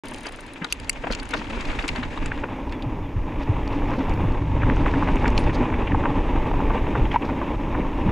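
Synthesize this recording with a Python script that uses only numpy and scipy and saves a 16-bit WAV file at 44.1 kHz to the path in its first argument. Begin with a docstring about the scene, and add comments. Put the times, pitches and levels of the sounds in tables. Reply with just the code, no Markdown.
"""A freehub ticks to a stop as a mountain bike rolls off down a dirt trail, heard from the rider's chest.
The chain snaps onto two sprockets in turn. Tyre knobs crunch through gravel, then rumble on hard earth.
Chain, stones and frame knock over the bumps; the suspension clunks and brush scrapes past.
Wind buffets the microphone harder as speed builds, and the stereo image closes to mono."""
import sys
import numpy as np
from scipy import signal
from scipy.fft import rfft, irfft, next_fast_len
from scipy.io import wavfile

SR = 44100
rng = np.random.default_rng(int(sys.argv[2]) if len(sys.argv) > 2 else 0)


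def generate_wav(sig):
    """Save sig (samples, or channels by samples) to the path in sys.argv[1] as 16-bit PCM at SR."""
    pcm = np.round(np.clip(np.atleast_2d(sig).T, -1, 1) * 32767).astype(np.int16)
    wavfile.write(sys.argv[1], SR, pcm)


N = 357651
TIME_S = np.arange(N) / SR

# rolling level, from speed and rough ground: t/s, level/dB
ROLL_LEVEL = [(0.0, -41), (0.48, -46.5), (0.95, -45.09), (1.29, -43.17), (1.4, -40.06), (1.85, -37.94),
              (2.2, -39.09), (2.55, -35.32), (3.05, -39.09), (3.95, -30.19), (4.45, -34.22), (4.85, -28.78),
              (5.9, -29.82), (6.2, -30.59), (7.05, -30.21), (7.55, -32.31), (7.92, -32.97), (8.11, -29.82)]
# gravel giving way to hard earth: t/s, looseness/0-1
LOOSENESS = [(0, 1), (.9, .88), (1.4, .92), (1.95, .87), (2.35, .5), (2.5, .18), (2.9, .06), (3.9, .12),
             (4.5, .05), (5.2, .18), (5.8, .04), (7.2, .08), (8.11, 0)]
# wheels going light after the hardest hit: t/s, gain/dB
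UNWEIGHTING = [(7.163, 0), (7.176, -9), (7.208, -5), (7.222, 0)]
# bumps pressing the tyres down: crest t/s, length/s, rise/dB
BUMP_SWELLS = [(.63, .07, 11), (1.08, .08, 4), (1.36, .08, 6), (2.44, .06, 3), (4.0, .07, 5),
               (4.71, .08, 5), (5.05, .14, 2.5), (5.17, .06, 4), (5.27, .08, 1.5), (5.61, .06, 5),
               (5.94, .09, 6), (7.25, .08, 4), (7.79, .12, 4)]
# gravel clumps crushed under the knobs: crest t/s, length/s, rise/dB
CLUMP_SWELLS = [(.265, .1, 5), (.385, .05, 4), (.565, .05, 4), (1.37, .07, 3), (1.445, .04, 4),
                (1.535, .05, 3), (1.608, .04, 6), (1.652, .03, 3), (1.71, .07, 5), (1.757, .03, 4),
                (1.975, .07, 4), (2.265, .08, 4), (2.39, .05, 4), (2.735, .09, 5), (3.43, .08, 5)]
# tyre voices, low to high: f/Hz, level/dB
CASING_SPECTRUM = [(140, -10), (175, -4.5), (210, -6.5), (255, 0.8), (285, 2.2), (370, -8), (480, -8.8),
                   (600, -14), (660, -29.5)]
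TREAD_SPECTRUM = [(350, -41.5), (600, 0), (682, -6.5), (846, 1.8), (945, 1.3), (1130, -5), (1400, -15.5),
                  (1820, -40.5), (3080, -120)]
CRUNCH_SPECTRUM = [(1250, -3), (1420, -1.8), (1720, 2.3), (2000, 1.2), (2300, 1.8), (2700, 0), (3050, -7),
                   (3700, -10.5), (4150, -23), (4600, -33)]
GRIT_SPECTRUM = [(3300, 5), (4200, 0), (4900, -1), (5600, -5), (6400, -3.5), (7700, -6.5), (8600, -13),
                 (10000, -14), (10900, -26), (15000, -47)]
# chain and cable resonances: f/Hz, width/Hz, gain/dB
RATTLE_MODES = [(500, 110, -6), (920, 170, 0), (1130, 240, -3), (1750, 500, -6), (2450, 500, -5)]
# knobs humming upwards as the tyre bites: t/s, peak/dB, length/s, start f/Hz, end f/Hz
KNOB_HUMS = [(1.36, -34, .13, 190, 270), (1.5, -34, .1, 210, 255)]

# chain, frame and stones over bumps: t/s, peak/dB, f/Hz, 40 dB bounce decay/s, low-pass f/Hz
FRAME_KNOCKS = [(.119, -23, 577, .022, 3000), (.256, -23, 1800, .02, 3000), (.267, -23.5, 950, .022, 2500),
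                (.559, -25, 2220, .024, 3500), (.62, -21, 1400, .06, 3500), (.6453, -18, 1400, .035, 2500),
                (.9592, -28, 2700, .012, 3500), (1.0405, -15.5, 600, .035, 2300),
                (1.0705, -13.5, 700, .022, 2200), (1.1037, -17, 450, .05, 2000),
                (1.128, -20, 1300, .05, 2500), (1.226, -24, 1400, .03, 3000), (1.323, -23, 2300, .01, 3500),
                (1.337, -11.5, 1500, .035, 2500), (1.343, -15.5, 600, .06, 2000),
                (1.3957, -24, 2590, .012, 3500), (1.418, -22, 1000, .025, 2600),
                (1.531, -24, 2500, .02, 3500), (1.571, -20, 480, .04, 1500), (1.705, -23, 2370, .035, 3500),
                (1.731, -21, 1400, .02, 3000), (1.788, -19, 1700, .06, 2700), (1.841, -20, 1600, .04, 3000),
                (1.96, -21, 1400, .02, 3000), (2.227, -22, 1000, .02, 2600),
                (2.03, -19.5, 1400, .049, 3500), (2.1755, -18.5, 1100, .022, 2300),
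                (2.259, -22, 1100, .025, 2500), (2.319, -12.5, 1750, .007, 2700),
                (2.3765, -23, 900, .03, 2000), (2.437, -15, 503, .04, 1500), (2.44, -20, 2250, .02, 2500),
                (3.821, -20, 930, .025, 1500), (3.916, -17, 940, .02, 1600), (3.936, -18, 970, .03, 2500),
                (4.62, -20, 2200, .03, 2600), (4.632, -14.5, 1400, .025, 2500),
                (4.6993, -10, 950, .018, 2400), (4.768, -17, 960, .014, 3200),
                (4.861, -15, 1600, .012, 2500), (4.8645, -11, 975, .025, 1600),
                (4.881, -16, 2000, .016, 3200), (4.939, -15, 910, .035, 2000),
                (5.025, -13, 1000, .035, 1150), (5.075, -18, 2100, .03, 2800),
                (5.087, -14, 1250, .035, 2500), (5.169, -19, 2400, .025, 3000),
                (5.2445, -10.5, 900, .04, 2200), (5.256, -13.5, 1750, .04, 2400),
                (5.497, -18, 2000, .03, 2600), (5.727, -19, 950, .025, 2500), (5.741, -17, 1900, .02, 2800),
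                (5.872, -19, 2500, .045, 3200), (5.919, -17, 1800, .012, 2500),
                (5.9468, -12, 900, .022, 1250), (6.038, -16.5, 1070, .025, 1600),
                (6.056, -8.5, 980, .024, 1500), (6.361, -18.5, 850, .025, 1300),
                (6.513, -18.5, 830, .02, 1300), (6.539, -18.5, 840, .02, 1300),
                (6.604, -14, 880, .024, 1500), (6.7035, -14, 920, .03, 1300), (6.776, -23, 2500, .03, 2600),
                (6.9538, -12.5, 950, .038, 1700), (7.054, -21, 2500, .02, 3200),
                (7.116, -17, 2300, .06, 2700), (7.142, -21, 2100, .06, 2500),
                (7.1597, -19, 1900, .04, 2800), (7.222, -22, 2500, .025, 3200), (7.29, -19, 930, .03, 1500),
                (7.4155, -15.5, 870, .028, 1300), (7.7507, -14.5, 890, .03, 1800),
                (8.093, -18, 885, .03, 2500)]
# frame resonances: f/Hz, width/Hz, gain/dB
FRAME_MODES = [(190, 96, -9.5), (480, 120, -6), (930, 260, -6), (1500, 550, -8), (2400, 1300, -14)]
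# sharp snaps and one brief bright swish: t/s, peak/dB, main f/Hz, tilt/(dB/octave), chatter t60/s
SNAPS_AND_SWISH = [(.144, -27, 4000, -2, .012), (.267, -20, 4700, -7, .019), (.6444, -19, 3900, -5, .018),
                   (.7992, -29.5, 7000, -1, .011), (.8445, -31, 4500, -5, .012),
                   (.9295, -32, 6400, -2, .018), (1.123, -20, 4460, -4, .022), (1.134, -21, 2850, -6, .014),
                   (1.1494, -20, 7250, -11, .01), (1.198, -27, 4500, -4, .016), (1.23, -31, 9700, 0, .012),
                   (1.254, -32, 6700, -6, .012), (1.29, -33, 9900, 6, .016), (1.308, -28, 4300, 0, .016),
                   (1.337, -20, 3660, -8, .027), (1.608, -26, 6700, -7, .025),
                   (1.789, -22, 3730, -17, .036), (1.652, -29, 4200, -10, .03),
                   (1.8245, -26, 4500, -9, .018), (1.879, -17.5, 3980, -3, .025),
                   (1.889, -11.5, 4150, -11, .011), (1.9595, -24, 4400, -17, .014),
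                   (2.033, -26, 3800, -14, .035), (2.175, -31, 3800, -7, .012),
                   (2.259, -26.5, 7100, -8, .018), (2.3765, -31, 3700, -18, .018),
                   (2.695, -35, 4000, -15, .014), (2.723, -29, 4300, -22, .022),
                   (2.823, -27.5, 3900, -14, .024), (3.677, -30.5, 4500, -7, .017),
                   (4.095, -36, 4500, -3, .01), (4.138, -37, 4500, -3, .012), (4.322, -39, 4300, -8, .012),
                   (4.762, -37, 6300, -6, .012), (5.157, -37, 6400, -3, .025),
                   (5.279, -20.5, 5400, -10, .009), (5.303, -35, 6300, -4, .01),
                   (5.3775, -13, 4300, -14, .017), (5.387, -38, 9750, 9, .1)]
# drivetrain resonances: f/Hz, width/Hz, gain/dB
METAL_MODES = [(1450, 880, -10), (2230, 470, -1), (2850, 440, -0.5), (3770, 230, -4.5), (4500, 340, -4.5),
               (6270, 690, -8.5), (6680, 220, -4.5), (7600, 560, -7.5), (9730, 870, -8), (10050, 440, -7),
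               (12700, 2000, -19)]
# gear changes: t/s, peak/dB, chain drag/s
GEAR_SHIFTS = [(.7246, -4.5, .0006), (.896, -5.5, .0022)]
# sprocket resonances, one list per shift: f/Hz, width/Hz, gain/dB
SPROCKET_MODES = [
    [(1500, 700, -9), (2690, 400, 0), (3700, 220, -1), (4680, 420, -5), (6340, 330, -3), (6750, 230, -4),
     (7640, 280, -6), (8360, 700, -8), (9780, 400, -2), (10200, 250, -4), (11600, 400, -13),
     (12700, 900, -15)],
    [(2230, 440, 1), (2900, 220, -4), (4510, 280, -3), (5070, 280, -2), (6120, 320, -2), (6820, 180, -7),
     (7690, 400, 3), (8300, 220, -7), (9190, 500, -2), (10200, 300, -4), (14000, 800, -19)],
]
# freehub coasting, then slowing as the pedals catch up: t/s, tick rate/Hz
PAWL_RATE = [(.0555, 34), (.1845, 44), (.4115, 18.2), (.5515, 12)]
# freehub resonances: f/Hz, width/Hz, gain/dB
HUB_MODES = [(3950, 220, 1), (5000, 300, -5), (6100, 600, -5), (7300, 900, -9), (8650, 550, -2),
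             (9650, 450, 2), (12500, 1500, -24), (14400, 700, -20)]
# hollow suspension clunks: t/s, peak/dB, f/Hz, t60/s
SUSPENSION_CLUNKS = [(7.143, -16, 853, 0.05), (7.1595, -6.5, 944, 0.031)]
# jolts and air bursts on the chest mount: t/s, peak/dB, f/Hz, t60/s
MOUNT_JOLTS = [(.613, -27, 180, .06), (1.103, -22, 36, .1), (1.103, -23, 230, .03),
               (1.984, -24, 252.4, .13), (2.859, -21.5, 131, .11), (3.157, -18, 105, .11),
               (3.187, -19, 45, .07), (3.492, -10.5, 96.9, .09), (3.58, -21, 160, .07),
               (4.203, -12.5, 80, .1), (4.228, -17, 165, .06), (4.25, -12.5, 100, .1),
               (4.558, -19.5, 115, .07), (4.632, -19, 115, .07), (4.703, -17, 265, .1),
               (6.979, -16.5, 123, .091), (8.059, -17.5, 190, .089)]

# air on the microphone: t/s, buffet level/dB, flutter level/dB
WIND_LEVEL = [(0.0, -51.42, -51.74), (0.33, -41.78, -50.25), (0.52, -52.67, -51.01), (1.1, -38, -46),
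              (1.4, -37, -45), (1.85, -31.18, -41.87), (2.2, -34.83, -40.08), (3.05, -34.5, -37.5),
              (3.5, -27.5, -32), (3.9, -30.16, -35.48), (4.25, -26.5, -27.5), (4.8, -22.05, -26.08),
              (5.8, -26.25, -29.96), (7.05, -27.22, -32.91), (7.4, -34.5, -36), (7.7, -26.51, -29.76),
              (7.9, -31.19, -39.55), (8.11, -26.15, -23)]
# gusts: crest t/s, length/s, rise/dB
GUST_SWELLS = [(.84, .14, 5), (1.25, .08, 6), (1.58, .08, 6), (1.92, .08, 5), (2.07, .12, 7), (2.88, .1, 3),
               (3.19, .1, 5), (3.85, .14, 5), (4.24, .12, 3), (5.94, .1, 2.5), (7.03, .14, 7)]
# large and small eddies: f/Hz, level/dB
BUFFET_SPECTRUM = [(8.8, -30), (15, 0), (32, -2.5), (60, -8.5), (78, -45), (130, -120)]
FLUTTER_SPECTRUM = [(31, -41), (52, 0), (108, 0), (160, -8), (200, -14), (260, -40)]
# dry brush and grit passing: t/s, length/s, level/dB
BRUSH_SCRAPES = [(0.699, .028, -41), (1.097, .06, -43), (1.325, 0.09, -45), (2.68, 0.064, -60),
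                 (3.393, .022, -55), (3.412, .032, -50.5), (3.7, .09, -58), (3.82, .26, -56.5),
                 (4.6, .72, -57.5), (5.25, 0.07, -55), (5.33, 0.2, -54.5), (5.525, 0.046, -45),
                 (5.56, .07, -56), (7.105, .065, -54), (7.235, 0.07, -55)]
# scraping brush: f/Hz, level/dB
SCRAPE_SPECTRUM = [(2800, 6.5), (4400, 6), (5600, 1.5), (6600, -4), (7600, -13), (10000, -18), (11500, -24),
                   (15000, -40)]
# faint thin chirps: t/s, peak/dB, length/s, start f/Hz, end f/Hz
FAINT_CHIRPS = [(2.325, -55, .055, 3470, 3360), (2.733, -53, .048, 3470, 3250),
                (3.022, -56, .068, 3560, 3050)]
# faint broad hiss: f/Hz, level/dB
BROAD_HISS_SPECTRUM = [(3500, -1), (5500, 2), (6800, -1), (7500, -8), (8700, -12), (10200, -8),
                       (11500, -12)]
# thin hiss coming and going: t/s, level/dB
THIN_HISS_LEVEL = [(0.0, -73), (0.6, -86.79), (2.1, -84.5), (2.5, -78.5), (3.7, -76.5), (4.25, -72),
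                   (4.4, -85), (6.1, -84.19), (6.45, -73.5), (8.11, -77)]
# thin hiss: f/Hz, level/dB
THIN_HISS_SPECTRUM = [(7000, -8), (10000, -14), (11200, 6), (13000, 10), (14300, 4), (15500, -6)]
# difference between the two microphone ports: f/Hz, side gain/dB
SIDE_SPECTRUM = [(30, -7.5), (120, -12), (300, -22), (650, -6.5), (1300, -3.8), (2600, -2.8), (5000, -6),
                 (9000, -20), (13000, -16)]
# stereo image: t/s, width/0-1
STEREO_WIDTH = [(0, .77), (1.0, 1), (1.95, 1), (2.15, .83), (2.55, 0)]


def tyres():
    """Knobs drum the casing and crush gravel; bumps load the tyres and rattle chain and cables."""
    roll_db, = in_time(ROLL_LEVEL)
    loose, = in_time(LOOSENESS)
    contact_db, = in_time(UNWEIGHTING)
    bump_db, clump_db = swells_db(BUMP_SWELLS), swells_db(CLUMP_SWELLS)
    load, scatter = drift(rate_hz=40), drift(rate_hz=170)
    crackle = (.25 + .95 * loose) * drift(rate_hz=110)  # loose ground spits grit in bursts
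    casing_hits = grains(3000, spread_db=2) * from_db(1.5 * load)
    tread_hits = grains(4000, spread_db=2.5) * from_db(1.9 * load + scatter)
    crunch_hits = grains(7000, spread_db=2) * from_db(1.5 * load + 1.2 * scatter + 1.1 * crackle)
    grit_hits = grains(9000, spread_db=2.5) * from_db(1.2 * load + 1.8 * crackle)
    # loose gravel cushions casing and tread, lifts the bright voices
    casing = from_db(3.4 - 1.4 * loose) * shaped(casing_hits, CASING_SPECTRUM)
    tread = from_db(-2 - 2 * loose) * shaped(tread_hits, TREAD_SPECTRUM)
    crunch = from_db(-11.1 + 7 * loose + clump_db) * shaped(crunch_hits, CRUNCH_SPECTRUM)
    grit = from_db(-33.5 + 22.5 * loose + .5 * clump_db) * shaped(grit_hits, GRIT_SPECTRUM)
    pop_rate_hz = 400 * from_db(2 * clump_db + 3 * crackle)
    stones = from_db(-21.5 + 21.5 * loose) * pebbles(pop_rate_hz, q=4)
    bright = tread + crunch + stones + from_db(-17) * chain_rattle()
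    pressed = from_db(bump_db) * casing + from_db(.35 * bump_db) * bright
    return from_db(roll_db + contact_db) * (pressed + grit)


def pebbles(rate_hz, q):
    """Stones pop from under the tread, each with a brief pitch."""
    pitches_hz = np.geomspace(420, 3000, num=14)
    pops = sum(resonate(grains(rate_hz / len(pitches_hz), spread_db=2), hz, hz / q) / np.sqrt(hz)
               for hz in pitches_hz)
    return unit_rms(lowpass(pops, cut_hz=3900, order=6))


def chain_rattle():
    """Rough ground keeps chain and cables ringing with random taps."""
    taps = grains(rate_hz=40, spread_db=2)
    return unit_rms(lowpass(body(taps, RATTLE_MODES), cut_hz=2800, order=6))


def frame_knocks(bounce_rate_hz=1300, scuff_s=.006):
    """Scuff, blow and bounces ring the struck part and the frame; soft contacts are dull."""
    out, t = np.zeros(N), TIME_S[:SR // 6]
    for at_s, peak_db, hz, decay_s, cut_hz in FRAME_KNOCKS:
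        bounces = (rng.random(len(t)) < bounce_rate_hz / SR) * rng.standard_normal(len(t))
        force = .65 * bounces * from_db(-40 * t / decay_s)
        force[0] = 1
        force = dragged(force, scuff_s, drag_db=-26) + 1e-18  # offset avoids denormals
        part = resonate(force, hz, width_hz=.34 * hz)
        frame = sum(from_db(gain_db) * resonate(force, mode_hz, width_hz)
                    for mode_hz, width_hz, gain_db in FRAME_MODES)
        add(out, at_s - scuff_s, peak_db, lowpass(part + frame, cut_hz, order=3))
    return lowpass(out, cut_hz=3100, order=6)


def snaps_and_swish():
    """Sharp snaps and one brief bright swish: dying chatter rings the modes, most near one pitch."""
    out = np.zeros(N)
    modes_hz, widths_hz, gains_db = np.transpose(METAL_MODES)
    for at_s, peak_db, main_hz, tilt_db_per_oct, t60_s in SNAPS_AND_SWISH:
        octaves = np.log2(modes_hz / main_hz)
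        nearest_oct = octaves[np.argmin(np.abs(octaves))]
        detune = np.clip(2 ** -nearest_oct, .94, 1.06)  # pulls the nearest mode towards main_hz
        focus_db = 7 * np.exp(-(octaves / .13) ** 2)
        weights_db = gains_db + tilt_db_per_oct * np.maximum(octaves, -.3) + focus_db
        ring = body(chatter(t60_s, impulse=3.1), zip(detune * modes_hz, widths_hz, weights_db))
        add(out, at_s, peak_db + .5, lowpass(ring, cut_hz=11000, order=5))
    return out


def gear_shifts(drop_t60_s=.011, shiver_t60_s=.07):
    """The chain drags over the teeth, drops onto the next sprocket and leaves it ringing."""
    out, t = np.zeros(N), TIME_S[:SR // 6]
    envelope = from_db(-16.5 - 60 * t / drop_t60_s) + from_db(-45 - 60 * t / shiver_t60_s)
    for (at_s, peak_db, drag_s), modes in zip(GEAR_SHIFTS, SPROCKET_MODES):
        force = rng.standard_normal(len(t)) * envelope
        force[0] = 1
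        ring = body(dragged(force, drag_s, drag_db=-19), modes)
        add(out, at_s - drag_s, peak_db, lowpass(ring, cut_hz=12500, order=4))
    return out


def freehub(start_db=-34.7, fade_db_per_s=9, scatter_db=1.5):
    """A pawl drops in after each tooth, more softly as the coasting ends."""
    out = np.zeros(N)
    times_s, rates_hz = np.transpose(PAWL_RATE)
    rate_hz = np.interp(TIME_S, times_s, rates_hz, left=0, right=0)
    teeth = np.ceil(np.cumsum(rate_hz) / SR)
    for at_s in TIME_S[np.flatnonzero(np.diff(teeth))]:
        peak_db = start_db - fade_db_per_s * (at_s - times_s[0]) + scatter_db * rng.standard_normal()
        add(out, at_s, peak_db, body(chatter(t60_s=.016, impulse=2.5), HUB_MODES))
    return out


def thuds(rows, rise_s):
    """Each soft blow sets one damped mode swinging."""
    out, t = np.zeros(N), TIME_S[:SR // 3]
    for at_s, peak_db, hz, t60_s in rows:
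        envelope = (1 - np.exp(-t / rise_s)) * from_db(-60 * t / t60_s)
        add(out, at_s, peak_db, np.sin(2 * np.pi * hz * t) * envelope)
    return out


def wind():
    """Large eddies push on the microphone ports, small ones flutter over them; gusts lift both."""
    buffet_db, flutter_db = in_time(WIND_LEVEL)
    gust_db = swells_db(GUST_SWELLS)
    buffet = shaped(eddies(lump_db=1.5, rate_hz=16), BUFFET_SPECTRUM)
    flutter = shaped(eddies(lump_db=2.2, rate_hz=30), FLUTTER_SPECTRUM)
    return from_db(buffet_db + gust_db + 2) * buffet + from_db(flutter_db + .6 * gust_db + 2.2) * flutter


def eddies(lump_db, rate_hz):
    """Turbulent pressure arriving in lumps."""
    return rng.standard_normal(N) * from_db(lump_db * drift(rate_hz))


def scrapes():
    """Twigs and grit swell and fade against the bike, catching unevenly."""
    envelope = np.zeros(N)
    for at_s, length_s, level_db in BRUSH_SCRAPES:
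        add(envelope, at_s, level_db, signal.windows.tukey(int(length_s * SR)))
    catches = grains(rate_hz=3000, spread_db=2.5) * from_db(3.2 * drift(rate_hz=130))
    return envelope * shaped(catches, SCRAPE_SPECTRUM)


def glides(rows, waver_hz, bend):
    """Short wavering tones sliding between two pitches."""
    out, offset_hz = np.zeros(N), waver_hz * drift(rate_hz=600)
    for at_s, peak_db, length_s, start_hz, end_hz in rows:
        along = np.linspace(0, 1, num=int(length_s * SR))
        hz = start_hz + (end_hz - start_hz) * along ** bend + offset_hz[int(at_s * SR):][:len(along)]
        tone = np.sin(2 * np.pi * np.cumsum(hz) / SR)
        add(out, at_s, peak_db, tone * signal.windows.tukey(len(along)))
    return out


def broad_hiss():
    """Faint broad hiss, rising slightly with the rolling level."""
    roll_db, = in_time(ROLL_LEVEL)
    level_db = -66 + .45 * (roll_db - roll_db.mean())
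    return from_db(level_db) * shaped(rng.standard_normal(N), BROAD_HISS_SPECTRUM)


def thin_hiss():
    """Thin top-end hiss, independent in each channel."""
    level_db, = in_time(THIN_HISS_LEVEL)
    return from_db(level_db + 2.5) * shaped(rng.standard_normal((2, N)), THIN_HISS_SPECTRUM)


def two_ports(x, lean, scatter_s):
    """Sound leans to the left port and reaches both by short paths round arms and bars."""
    size, hz = fft_grid()
    delay_s = scatter_s * np.interp(hz, np.linspace(0, SR / 2, num=80), rng.uniform(.5, 2, size=80))
    paths = -1j * np.exp(-2j * np.pi * np.cumsum(delay_s) * SR / size)
    leaning = lean * hz / (hz + 400)  # long waves reach both ports alike
    side = irfft(rfft(x, size) * gain_at(SIDE_SPECTRUM, hz) * (leaning + .82 * paths), size)[:N]
    width, = in_time(STEREO_WIDTH)
    return x + width * side * [[1], [-1]]


def grains(rate_hz, spread_db):
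    """Random impacts, a few much larger than the rest; rms 1."""
    sizes = from_db(spread_db * np.minimum(rng.exponential(1, N), 4))
    return unit_rms(sizes * rng.choice([-1, 1], N) * (rng.random(N) < rate_hz / SR))


def chatter(t60_s, impulse):
    """Contact force: first hit, dying flurry, faint longer shiver."""
    fall_db = -60 * TIME_S[:SR // 6] / t60_s
    force = rng.standard_normal(len(fall_db)) * (from_db(fall_db) + from_db(-28.5 + fall_db / 7))
    force[0] += impulse
    return force


def dragged(force, drag_s, drag_db):
    """Put a rising scrape ahead of a blow."""
    rise = np.linspace(.3, 1, num=int(drag_s * SR))
    return np.concatenate([from_db(drag_db) * rise * rng.standard_normal(len(rise)), force])


def resonate(x, hz, width_hz):
    """One resonance, peak gain 1."""
    r = np.exp(-np.pi * width_hz / SR)
    poles = [1, -2 * r * np.cos(2 * np.pi * hz / SR), r * r]
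    return signal.lfilter(np.array([1, 0, -1]) * (1 - r * r) / 2, poles, x)


def body(x, modes):
    """Parallel resonances of alternating sign."""
    return sum((-1) ** k * from_db(gain_db) * resonate(x, hz, width_hz)
               for k, (hz, width_hz, gain_db) in enumerate(modes))


def lowpass(x, cut_hz, order):
    """Maximally flat low-pass."""
    return signal.sosfilt(signal.butter(order, cut_hz, fs=SR, output="sos"), x)


def shaped(x, spectrum):
    """Apply a spectrum with steep skirts beyond its ends; rms 1."""
    size, hz = fft_grid()
    low_hz, high_hz = spectrum[0][0], spectrum[-1][0]
    skirts = 1 / np.sqrt((1 + (low_hz / hz) ** 16) * (1 + (hz / high_hz) ** 16))
    return unit_rms(irfft(rfft(x, size) * gain_at(spectrum, hz) * skirts, size)[..., :N])


def fft_grid():
    """Padded FFT size and its bins in Hz, floored at 1."""
    size = next_fast_len(N + SR // 4)
    return size, np.maximum(np.fft.rfftfreq(size, 1 / SR), 1)


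def gain_at(spectrum, hz):
    """Gain of a dB spectrum, interpolated over log frequency."""
    points_hz, levels_db = np.transpose(spectrum)
    return from_db(np.interp(np.log(hz), np.log(points_hz), levels_db))


def drift(rate_hz):
    """Random line segments, rate_hz a second; rms 1."""
    knots = rng.standard_normal(N // 16)
    return unit_rms(np.interp(TIME_S * rate_hz, np.arange(len(knots)), knots))


def swells_db(rows):
    """Raised-cosine rises and falls of level."""
    return sum(rise_db * np.cos(np.pi * np.clip((TIME_S - crest_s) / length_s, -.5, .5)) ** 2
               for crest_s, length_s, rise_db in rows)


def in_time(rows):
    """Each value column of a curve at every sample."""
    times_s, *columns = np.transpose(rows)
    return [np.interp(TIME_S, times_s, column) for column in columns]


def add(track, at_s, peak_db, sound):
    """Mix a sound in at a time and peak level."""
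    start = round(at_s * SR)
    track[start:start + len(sound)] += (from_db(peak_db) * sound / np.abs(sound).max())[:N - start]


def from_db(db):
    """Decibels to gain."""
    return 10 ** (np.asarray(db) / 20)


def unit_rms(x):
    """Scale to rms 1."""
    return x / np.sqrt(np.mean(x ** 2) + 1e-20)


def scene():
    """Bike just below the microphone, wind right on it, thin hiss in each port."""
    bike = tyres() + freehub() + gear_shifts() + snaps_and_swish() + frame_knocks() + scrapes()
    bike += thuds(SUSPENSION_CLUNKS, rise_s=.001)
    bike += glides(FAINT_CHIRPS, waver_hz=45, bend=2) + glides(KNOB_HUMS, waver_hz=18, bend=1)
    mono = bike + broad_hiss() + wind() + thuds(MOUNT_JOLTS, rise_s=.0082)
    return thin_hiss() + two_ports(mono, lean=.43, scatter_s=.003)


def record(dry):
    """A moment of opening silence; steep treble cut."""
    start_s, stop_hz, stop_db = .036, 16600, 70
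    treble_cut = signal.cheby2(12, stop_db, stop_hz, fs=SR, output="sos")
    return signal.sosfilt(treble_cut, dry * (TIME_S >= start_s))


dry = scene()
out = record(dry)
generate_wav(out)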